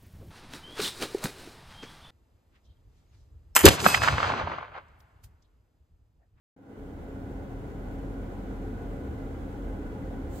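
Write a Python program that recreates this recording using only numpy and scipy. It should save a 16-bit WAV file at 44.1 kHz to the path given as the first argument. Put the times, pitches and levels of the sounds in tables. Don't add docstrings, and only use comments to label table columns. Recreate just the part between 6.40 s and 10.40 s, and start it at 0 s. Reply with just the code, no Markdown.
import sys
import numpy as np
from scipy import signal
from scipy.fft import rfft, irfft
from scipy.io import wavfile

SR = 44100
rng = np.random.default_rng(int(sys.argv[2]) if len(sys.argv) > 2 else 0)


def inscribe(sig):
    pcm = np.round(np.clip(np.atleast_2d(sig).T, -1, 1) * 32767)
    wavfile.write(sys.argv[1], SR, pcm.astype(np.int16))


N = 176400
TIME_S, FREQS_HZ = np.arange(N) / SR, np.fft.rfftfreq(N, 1 / SR)


def amp(db):
    return 10 ** (np.asarray(db) / 20)


def over_hz(points, column=1):
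    table = np.transpose(points)
    return np.interp(np.log(FREQS_HZ + 1), np.log(table[0]), table[column])


def over_time(points):
    return np.interp(TIME_S, *np.transpose(points))


def white():
    return rfft(rng.standard_normal(N)) * np.sqrt(SR / 2)


def drift(rate_hz):
    slow = irfft(white() * np.exp(-(FREQS_HZ / rate_hz) ** 2) * (FREQS_HZ > 0), N)
    return slow / slow.std()


def wavering(hz, wander_hz, rate_hz):
    cycles = np.cumsum(hz + wander_hz * drift(rate_hz)) / SR
    return np.sqrt(2) * np.sin(2 * np.pi * (cycles + rng.random()))


def stereo(spectrum, lead_rad):
    return irfft(np.array([spectrum, spectrum * np.exp(-1j * lead_rad)]), N)


def ringing(hz, width_hz, lead_rad):
    pair = stereo(white() / (1 + 1j * (FREQS_HZ - hz) / width_hz) ** 2, lead_rad)
    return pair / pair.std()


def ripple(depth_db=0.8, step_hz=39.9, above_hz=900):
    heights = rng.standard_normal(len(FREQS_HZ))
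    comb = np.interp(FREQS_HZ / step_hz, np.arange(len(FREQS_HZ)), heights)
    return amp(depth_db * comb * FREQS_HZ / (FREQS_HZ + above_hz))


def bass_entry(mix, start_s=0.373, rise_s=0.042, below_hz=146, early_db=-6):
    bass = irfft(rfft(mix) / (1 + (FREQS_HZ / below_hz) ** 6), N)
    held = np.clip(1 - (TIME_S - start_s) / rise_s, 0, 1)
    return mix + bass * (amp(early_db * held) - 1)


def hiss(start_s=3.882, rise_s=0.083, left_db=-11):
    # frequency in Hz, right-ear density in dB per Hz.
    spectrum = [(1500, -106), (4000, -95.3), (5700, -100.5), (6900, -91), (7900, -90.5), (9500, -101.5),
                (12500, -99), (15500, -92)]
    noise = irfft(np.array([white(), white()]) * amp(over_hz(spectrum)), N)
    swell = np.clip((TIME_S - start_s) / rise_s, 0, 1)
    return noise * swell * amp([[left_db], [0]])


def vent_whistle(hz=1478, lead_rad=-1.18, tone_share=0.27, gain_db=3):
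    # time in seconds, relative level in dB.
    levels = [(0.17, -84), (0.35, -71.5), (0.64, -75), (0.74, -70), (1.04, -65), (1.36, -72), (1.48, -64.5),
              (1.58, -71), (1.85, -63), (2.0, -73), (2.14, -65.5), (2.45, -66), (3.0, -70), (3.3, -69),
              (3.43, -62), (3.6, -68.5), (3.76, -66.5), (4.0, -73)]
    tone = stereo(rfft(wavering(hz, wander_hz=6.9, rate_hz=14)), lead_rad)
    breath = ringing(hz, width_hz=26, lead_rad=lead_rad)
    whistle = np.sqrt(tone_share) * tone + np.sqrt(1 - tone_share) * breath
    return whistle * amp(gain_db + over_time(levels))


def cabin(boom_gain_db=0.06, drone_gain_db=1.5):
    # time in seconds, relative level in dB.
    boom_levels = [(0.36, -62), (0.39, -48), (0.48, -47), (0.52, -57), (0.56, -48), (0.6, -56), (0.64, -44),
                   (0.82, -54), (0.98, -38.5), (1.05, -54), (1.16, -39), (1.23, -50), (1.28, -43),
                   (1.44, -43.5), (1.47, -39), (1.84, -38.5), (1.87, -41.5), (2.26, -38.5), (2.44, -44),
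                   (2.5, -36), (2.69, -56), (2.8, -41), (2.93, -41), (2.96, -51), (3.05, -40), (3.09, -46),
                   (3.25, -36.5), (3.34, -38), (3.38, -43), (3.46, -37), (3.59, -53.5), (3.67, -40),
                   (3.93, -41.5), (4.0, -55)]
    drone_levels = [(0.36, -69), (0.47, -51), (2.56, -52), (2.7, -36.5), (2.81, -61), (2.93, -42.5),
                    (3.24, -53.5), (3.27, -45), (3.72, -49.5), (3.77, -56), (3.86, -36.5), (4.0, -53)]
    throb = 1 + 0.22 * drift(rate_hz=22)
    boom = throb * wavering(hz=43.86, wander_hz=2.7, rate_hz=12.6)
    boom *= amp(boom_gain_db + over_time(boom_levels))
    drone = wavering(hz=74.04, wander_hz=4.4, rate_hz=14.6)
    drone *= amp(drone_gain_db + over_time(drone_levels))
    onset_s = boom_levels[0][0]
    return (boom + drone) * np.minimum(TIME_S / onset_s, 1) ** 3


def fan(wander_hz=1.47, rate_hz=12.5):
    # frequency in Hz, left and right relative level in dB, unsteadiness from 0 to 1.
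    tones = [(271.8, -46.5, -46.5, 0.26), (351.6, -56.5, -64, 0.4), (11569, -106, -93, .4)]
    hum = np.zeros((2, N))
    for hz, left_db, right_db, unsteadiness in tones:
        tone = wavering(hz, wander_hz, rate_hz) * (1 + unsteadiness * drift(rate_hz))
        hum += tone * amp([[left_db], [right_db]])
    return hum


def ducts():
    # frequency and width in Hz, left and right relative level in dB, left lead in radians.
    modes = [(197.7, 14.7, -54.5, -56.5, -0.17), (304, 18.3, -54, -52.5, -0.06),
             (428.5, 14, -56, -55.5, -0.2), (699.3, 19, -67, -61.5, 0.5), (1270, 22, -76, -78, 1),
             (1390, 21, -69.5, -66, 1.5), (1614, 38, -84, -70.5, -1.5), (2018, 24, -77, -73, 1.1),
             (2970, 64, -78.5, -81, 1.3), (3337, 44, -80, -87, .3)]
    # time in seconds, relative level in dB.
    hollow_levels = [(0.6, -58), (0.74, -61), (0.78, -52), (0.81, -62), (1.03, -54), (1.05, -64),
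                     (1.49, -55.5), (1.69, -63), (1.72, -57.5), (3.02, -58), (3.05, -54), (3.12, -61),
                     (3.16, -52), (3.25, -61), (3.33, -48), (3.39, -59), (3.54, -61), (3.56, -53.5),
                     (3.64, -61), (3.89, -55), (3.98, -60), (4.0, -53)]
    steady = sum(ringing(hz, width_hz, lead_rad) * amp([[left_db], [right_db]])
                 for hz, width_hz, left_db, right_db, lead_rad in modes)
    hollow = ringing(hz=806, width_hz=44, lead_rad=0.37)
    left_right_db = [[-4], [-0.5]]
    return steady + hollow * amp(over_time(hollow_levels) + left_right_db)


def air_rush(gain_db=0.16, flutter_db=0.5):
    # frequency in Hz, left and right relative density in dB, left-right correlation.
    spectrum = [(20, -75, -79, 1), (58, -69.5, -69.5, 0.98), (90.6, -62.5, -62, 0.89),
                (117, -61, -63.5, 0.85), (169, -69.5, -69, 0.65), (195, -64, -66, 1), (284, -68, -67, 0.95),
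                (372, -70, -71, 0.42), (442, -70, -71, 0.89), (551, -75, -70, 0.72),
                (632, -78.5, -78, 0.35), (776, -79.5, -77.5, 0.68), (847, -82, -84, -0.09),
                (988, -79.5, -84.5, 0.16), (1196, -90, -86, -0.37), (1450, -86, -84, -0.27),
                (1787, -93.5, -89, -0.42), (2075, -91.5, -94, 0.28), (2480, -97.5, -97.5, -0.08),
                (3280, -99.9, -102.0, -0.27), (3800, -103.4, -105.2, 0.35), (5050, -108.6, -108.6, -0.11),
                (6100, -108.2, -108.8, -0.08), (6840, -106.4, -108.1, 0.067), (7650, -112.1, -106.8, -0.09),
                (9000, -111.8, -111.5, -0.13), (15500, -111.9, -111.9, -0.046)]
    common, independent = white(), white()
    correlation = over_hz(spectrum, column=3)
    blend = correlation * common + np.sqrt(1 - correlation ** 2) * independent
    left = common * amp(over_hz(spectrum, column=1)) * ripple()
    right = blend * amp(over_hz(spectrum, column=2)) * ripple()
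    return irfft(np.array([left, right]), N) * amp(gain_db + flutter_db * drift(rate_hz=45))


def scene():
    # time in seconds, blower gain in dB.
    fade_in = [(.17, -17), (.24, -12.9), (.31, -8), (.43, -4), (.62, -2.5), (.8, -1.75), (1.1, -1.2),
               (1.3, -0.6), (1.7, 0), (2.3, 0.46)]
    blower = (air_rush() + ducts() + fan()) * amp(over_time(fade_in))
    return bass_entry(blower + cabin()) + vent_whistle() + hiss()


def record(dry):
    open_s, rise_s, cutoff_hz = 0.163, 0.0014, 15800
    opened = dry * np.clip((TIME_S - open_s) / rise_s, 0, 1)
    lowpass = signal.firwin(511, cutoff_hz, window=("kaiser", 9), fs=SR)
    return signal.oaconvolve(opened, lowpass[None], "same")


dry = scene()
out = record(dry)
inscribe(out)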